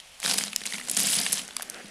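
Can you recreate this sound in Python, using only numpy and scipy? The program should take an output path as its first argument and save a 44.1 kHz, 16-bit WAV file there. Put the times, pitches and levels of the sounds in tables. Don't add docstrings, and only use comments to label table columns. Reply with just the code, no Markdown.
import sys
import numpy as np
from scipy import signal
from scipy.fft import rfft, irfft, next_fast_len
from scipy.io import wavfile
from scipy.ndimage import uniform_filter1d

SR = 44100
rng = np.random.default_rng(int(sys.argv[2]) if len(sys.argv) > 2 else 0)


def boost_factor(decibels):
    exponent = np.asarray(decibels, float) / 20
    return 10 ** exponent


def inscribe(sig):
    pcm = np.round(np.clip(np.atleast_2d(sig).T, -1, 1) * 32767)
    wavfile.write(sys.argv[1], SR, pcm.astype(np.int16))


N = 83790


def rms_one(x):
    return x / np.sqrt(np.mean(x ** 2) + 1e-20)


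def in_time(rows):
    return np.interp(np.arange(N) / SR, *np.transpose(rows))


def colour(x, points):
    hz, db = np.transpose(points)
    f = np.maximum(np.fft.rfftfreq(len(x), 1 / SR), 1)
    return irfft(rfft(x) * boost_factor(np.interp(np.log(f), np.log(hz), db)), len(x))


def evened(burst):
    f = rfft(burst)
    local_power = uniform_filter1d(np.abs(f) ** 2, size=len(f) // 20)
    return irfft(f / np.sqrt(local_power), len(burst))


def drift(rate_hz):
    r = np.exp(-2 * np.pi * rate_hz / SR)
    wander = signal.lfilter([1], [1, -2 * r, r * r], rng.standard_normal(N + SR))
    return rms_one(wander[SR:])


def ring(drive, hz, t60_s):
    r = boost_factor(-60 / (t60_s * SR))
    w = 2 * np.pi * min(hz, .45 * SR) / SR
    return signal.lfilter([0, np.sin(w)], [1, -2 * r * np.cos(w), r * r], drive + 1e-18)


def clicks(per_s, spread_db):
    sizes = boost_factor(spread_db * np.minimum(rng.exponential(1, N), 4)) * rng.choice([-1, 1], N)
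    return sizes * (rng.random(N) < per_s / SR)


# frequency in Hz, level in dB per Hz.
BRICK_SPECTRUM = [(240, -58), (400, -19), (687, -12), (1030, -14.5), (2930, -4), (3260, -4), (6150, -3.5),
                  (10700, -3), (13000, -20.5), (16000, -34)]
CONTACT_S = 0.0014


def knocks(rows, burst_s, ring_db=-7.5):
    out, t = np.zeros(N + SR), np.arange(2048) / SR
    rise_s, wall_t60_s, crack_db, hollow_q = 0.00031, .014, -1, 3.8
    fade = np.cos(t / t[-1] * np.pi / 2)
    spectrum_hz, spectrum_db = np.transpose(BRICK_SPECTRUM)
    octaves = np.log2(np.clip(spectrum_hz, 500, 11000) / 4000)
    for s, db, hz, tilt in rows:
        noise, draw = rng.standard_normal(len(t)), rng.random(4)
        span_s = burst_s * (.7 + .6 * draw[0])
        envelope = (1 - np.exp(-t / rise_s)) * np.exp(-t / span_s)
        burst = evened(noise * np.sqrt(np.abs(noise)) * envelope)
        hollow = signal.lfilter(*signal.iirpeak(hz, hollow_q, fs=SR), burst)
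        walls = ring(burst, hz, wall_t60_s)
        for d in draw[1:]:
            walls = walls + .5 * ring(burst, min(hz * (.7 + d), 12000), wall_t60_s / 2)
        lean_db = np.clip(tilt, -7, 5) * octaves
        crack = colour(burst, np.transpose([spectrum_hz, spectrum_db + lean_db]))
        parts = [(0, hollow), (ring_db, walls), (crack_db, crack)]
        knock = sum(boost_factor(g) * v / np.abs(v).max() for g, v in parts)
        i = int(s * SR)
        out[i:i + len(t)] += boost_factor(db) * knock / np.abs(knock).max() * fade
    return out[:N]


# start in seconds, peak in dB, strongest ring in Hz, tilt in dB per octave.
FIRST_POUR = [(0.0004, -28.5, 3320, 1), (0.2179, -30, 4250, -11), (0.2776, -14, 6760, -10.5),
              (0.282, -19, 3990, -9), (0.2903, -15, 10100, 1), (0.3114, -9, 5140, -3.5),
              (0.3134, -17, 5430, -14), (0.3219, -17, 5030, -12), (0.3355, -14, 4860, 6),
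              (0.3392, -13.5, 11700, -4), (0.3424, -18, 5300, -11), (0.3757, -12, 8300, -2),
              (0.3818, -11, 4830, 10), (0.3857, -9.5, 8940, -3.5), (0.409, -18.5, 2100, -4.5)]
FIRST_TICKS = [
    (.272, -21, 6710, -8),
    (.2958, -12.5, 7840, -2.5),
    (.2985, -13, 4500, -5),
    (.3055, -18, 5220, -4),
    (.3485, -22, 9000, 5),
    (.4006, -24, 8900, -1),
    (.459, -26, 9400, 1),
    (.4703, -24.5, 4280, -5.5),
    (.7635, -29, 11000, 6.5),
]
STRAGGLERS = [(0.5307, -20, 2640, 6.5), (0.6064, -24, 4160, 0), (0.616, -24.5, 2070, 1),
              (0.636, -24.5, 3980, 5), (0.6543, -18.5, 2510, 8), (0.6599, -19, 9200, -1.5),
              (0.6644, -14.5, 7170, -1), (0.6723, -18, 4330, -2.5), (0.7235, -18, 2140, 5.5),
              (0.7421, -17.5, 2180, 2), (0.752, -23, 2330, 2), (0.7818, -24, 2380, -4),
              (0.7974, -25, 1810, -4.5), (0.8116, -22.5, 2110, -2), (0.8734, -25.5, 4800, -12),
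              (0.8845, -21, 7880, -9), (0.8966, -11.5, 8100, 4), (0.9128, -9, 10500, 9),
              (0.9468, -19, 7900, 2)]
SECOND_POUR = [(.9672, -10, 6980, 2.5), (.9719, -6.5, 8800, -1.5), (.9855, -18, 5500, 4),
               (.9948, -10, 9460, 2), (1.002, -10, 11900, 0), (1.0114, -13.5, 9250, 4),
               (1.0232, -17, 4940, 0), (1.0317, -11.5, 11500, 7), (1.046, -18, 3600, 7),
               (1.054, -17.5, 4900, 9), (1.0696, -13, 9000, 3), (1.074, -20, 5470, 7),
               (1.0897, -15, 7850, 6), (1.1005, -14, 10200, 7), (1.1105, -13.5, 10800, 10),
               (1.12, -12, 8200, 8), (1.129, -14, 11300, 4), (1.1334, -13.5, 3430, 6),
               (1.1375, -13, 10000, 6), (1.143, -15, 9000, 4), (1.1515, -12, 8200, 5),
               (1.1645, -15, 10600, 4), (1.179, -18, 3200, 5), (1.187, -11.5, 4800, 3),
               (1.192, -13.5, 4700, -3), (1.2005, -10, 12700, 5), (1.213, -14, 8000, 3),
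               (1.3215, -14, 8900, 6), (1.3276, -7, 10900, 4), (1.3325, -15.5, 8700, 9),
               (1.3402, -15, 6400, 4), (1.3725, -19.5, 3140, 1), (1.3795, -19, 6300, 2),
               (1.393, -20.5, 3130, 1)]
TICKS = [
    (.2405, -19.5, 3300, -6),
    (1.5965, -23, 807, -4),
    (.2478, -15.5, 3900, -11),
    (.7358, -15.5, 3860, -0.5),
    (.2552, -17, 5160, -5),
    (0.48, -24, 4200, -4),
    (1.6275, -18.5, 10100, -5.5),
    (1.857, -34.5, 3560, 3),
]


def pour_knocks():
    first = knocks(FIRST_POUR, CONTACT_S * 1.35) + knocks(FIRST_TICKS, CONTACT_S * 1.04)
    between = knocks(STRAGGLERS, CONTACT_S * 1.62)
    second = knocks(SECOND_POUR, CONTACT_S * 1.37, ring_db=-3.0)
    return first + between + second + knocks(TICKS, CONTACT_S * 1.34)


# frequency in Hz, width in Hz, level in dB.
CLACKS = [
    ((.2612, -8.5, .0004), [(544, 330, -11), (1580, 310, -1.5), (4680, 770, 1), (3600, 550, -6), (8450, 1000, -4.5), (10400, 900, -13)]),
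    ((.5619, -3, .00016), [(1810, 290, -15), (2980, 410, -12), (3850, 340, -9), (5300, 510, -0.5), (7040, 1240, 0.5), (8300, 1600, 0), (10200, 480, -4.5), (12300, 830, -12.5)]),
    ((1.2628, -10.5, 0.0031), [(800, 700, -12), (4500, 900, -7), (1620, 650, -7.5), (2330, 390, 1.5), (3130, 430, 1), (5570, 270, -16), (7900, 230, 0), (9200, 230, 1)]),
    ((1.5661, -11, .0009), [(1120, 380, -10), (2290, 330, -7.5), (3380, 240, -6.5), (4820, 410, -2), (5880, 380, -4.5), (8000, 510, -1.5), (8810, 350, -4), (10100, 320, 0.5), (11900, 450, -13)]),
    ((1.699, -15, 0.00047), [(4260, 310, -7), (5940, 400, 0), (8200, 820, -3), (9600, 860, -2), (12600, 1800, -10)]),
]


def clacks():
    out, t = np.zeros(N + SR), np.arange(1024) / SR
    fade = np.cos(t / t[-1] * np.pi / 2)
    for (s, db, contact_s), modes in CLACKS:
        touch = evened(rng.standard_normal(len(t)) ** 3 * np.exp(-t / contact_s))
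        clack = 0
        for j, (hz, width_hz, mode_db) in enumerate(modes):
            mode = signal.lfilter(*signal.iirpeak(hz, hz / width_hz, fs=SR), touch)
            clack = clack + boost_factor(mode_db) * (-1) ** j * mode
        clack = colour(clack, [(200, -30), (900, 0.5), (12500, -0.5), (16000, -13)]) * fade
        i = int(s * SR)
        out[i:i + len(t)] += boost_factor(db) * clack / np.abs(clack).max()
    return out[:N]


# time in seconds, level in dB.
FLOW = [(0, -55.5), (.19, -56.5), (.24, -32), (.31, -27.5), (.36, -35.5), (.42, -32.5), (.5, -45),
        (.64, -49.5), (.69, -39), (.77, -39.5), (.86, -45), (.95, -35), (.985, -28), (1.2, -28),
        (1.3, -33.5), (1.38, -32.5), (1.47, -49), (1.9, -51.5)]


def pour_flow():
    return in_time(FLOW)


STUD_HZ = [3224, 4890, 5320, 7960, 9280, 10730, 11930]


def clatter(flow_db):
    rate, spread_db = 5000 * boost_factor(3.0 * drift(90)), 2
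    impacts, dealt = clicks(rate, spread_db), rng.integers(0, 40, N)
    pitches = np.geomspace(500, 15500, 40)
    rings = sum(ring(impacts * (dealt == k), hz, .011) for k, hz in enumerate(pitches))
    rings = rms_one(colour(rings, [(500, -2), (14000, 7)]))
    studs = sum(ring(clicks(rate / 40, spread_db), hz, 0.025) for hz in STUD_HZ)
    studs = boost_factor(-7) * rms_one(studs) * boost_factor(0.39 * (flow_db - flow_db.max()))
    decay = np.exp(-1 / (CONTACT_S * SR))
    bumps = signal.lfilter([1], [1, -decay], np.abs(clicks(400, 2.5)))
    rustle = rng.standard_normal(N) * (bumps + .15)
    mixed = rms_one(rings + studs) + boost_factor(-4.0) * rms_one(rustle)
    return boost_factor(flow_db) * rms_one(colour(mixed, BRICK_SPECTRUM))


# start in seconds, peak in dB, strongest ring in Hz, tilt in dB per octave.
SNAPS = [
    (1.479, -24.5, 6830, -2),
    (1.487, -30, 1650, -26.5),
    (1.508, -28, 3570, -7),
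    (1.6085, -25.5, 1730, -2),
    (1.622, -13, 11300, -0.8),
    (1.744, -27.5, 4370, -1),
]
SHARP = [
    (.2014, -20, 9000, -4.5),
    (.2298, -15, 2230, -2),
    (.4378, -8, 6300, -2),
    (.8405, -27, 9000, 2),
]


def bag_snaps():
    return knocks(SNAPS, CONTACT_S * 0.72) + knocks(SHARP, .0003, ring_db=-11.0)


# start in seconds, peak in dB.
THUMPS = [(0.246, -36), (0.286, -36), (0.357, -29), (0.469, -41.5), (0.615, -42), (0.659, -40.5),
          (0.782, -39.5), (0.879, -40), (0.909, -34.5), (0.968, -32), (1.016, -31.5), (1.208, -29),
          (1.428, -40), (1.752, -56), (1.843, -39)]
# frequency in Hz, level in dB, t60 in seconds.
TABLE_MODES = [(130, -29, 0.1), (185, -8.5, 0.2), (205, -0.5, 0.27), (255, -3, 0.12), (296, -7, 0.1),
               (418, -6.5, 0.059), (502, -2, 0.046), (687, -3, 0.055)]


def table_top(flow_db):
    patter = boost_factor(-69.5) * rms_one(clicks(300, 4.2)) * boost_factor(flow_db - flow_db.max())
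    s, thump_db = np.transpose(THUMPS)
    out = 0
    for hz, db, t60_s in TABLE_MODES:
        heavy = np.zeros(N)
        sizes = boost_factor(thump_db - 7.0 + rng.normal(0, 1.0, len(s)))
        heavy[(s * SR).astype(int)] = sizes * rng.choice([-1, 1], len(s))
        out = out + boost_factor(db) * ring(heavy + patter, hz, t60_s)
    hum = boost_factor(-61.5) * rms_one(ring(rng.standard_normal(N), 243.8, 1.2))
    begun = np.clip((np.arange(N) / SR - 0.21) * 20, 0, 1)
    band = signal.butter(4, [130, 1200], "band", fs=SR, output="sos")
    return signal.sosfilt(band, (out + hum) * begun)


# time in seconds, level in dB.
SLEEVE = [(.18, -75), (.3, -58), (1.5, -54), (1.62, -56.5), (1.78, -43.5), (1.83, -49.5), (1.9, -53.5)]
# frequency in Hz, level in dB per Hz.
SLIDE = [(59, -50), (100, -32), (257, -14.5), (368, -9), (781, -12), (1010, -22), (1520, -9), (2730, -15),
         (6000, -60), (7800, -64), (13200, -120)]


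def sleeve():
    return boost_factor(in_time(SLEEVE) + 1.76 * drift(18)) * rms_one(colour(rng.standard_normal(N), SLIDE))


def room(x):
    t60_s, wall_cut_hz = .25, 7000
    n = next_fast_len(N + SR)
    z = np.exp(-2j * np.pi * np.fft.rfftfreq(n))
    dull = np.exp(-2 * np.pi * wall_cut_hz / SR)
    response = 0
    for k, lag in enumerate((rng.uniform(.003, .03, 10) * SR).astype(int)):
        loop = boost_factor(-60 * lag / SR / t60_s) * (1 - dull) / (1 - dull * z) * z ** lag
        response = response + (-1) ** k * loop / (1 - loop)
    for lag in (53, 149, 331):
        response = response * (z ** lag - .65) / (1 - .65 * z ** lag)
    return irfft(rfft(x, n) * response, n)[:N] / 3


# frequency in Hz, level in dB per Hz.
AIR = [(20, -8.5), (40, -10), (180, -12.5), (340, -19.5), (650, -9.5), (1500, -14.5), (3060, -7),
       (3600, -11.5), (11100, -23), (16000, -42)]


def air():
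    return boost_factor(-52.5) * rms_one(colour(rng.standard_normal(N), AIR))


def scene():
    flow_db = pour_flow()
    hits = colour(pour_knocks() + bag_snaps(), [(150, -19), (500, -0.5), (11000, -1), (16000, -11.5)])
    near = hits + clacks() + clatter(flow_db)
    return (near + boost_factor(-12.0) * room(near) + table_top(flow_db) + sleeve() + air())[None]


def top_cut(x):
    return signal.sosfilt(signal.butter(12, 16970, fs=SR, output="sos"), x)


def record(dry):
    low_pass = signal.cheby2(10, 60, 17000, fs=SR, output="sos")
    mix = signal.sosfilt(low_pass, dry)
    return top_cut(mix)


dry = scene()
out = record(dry)
inscribe(out)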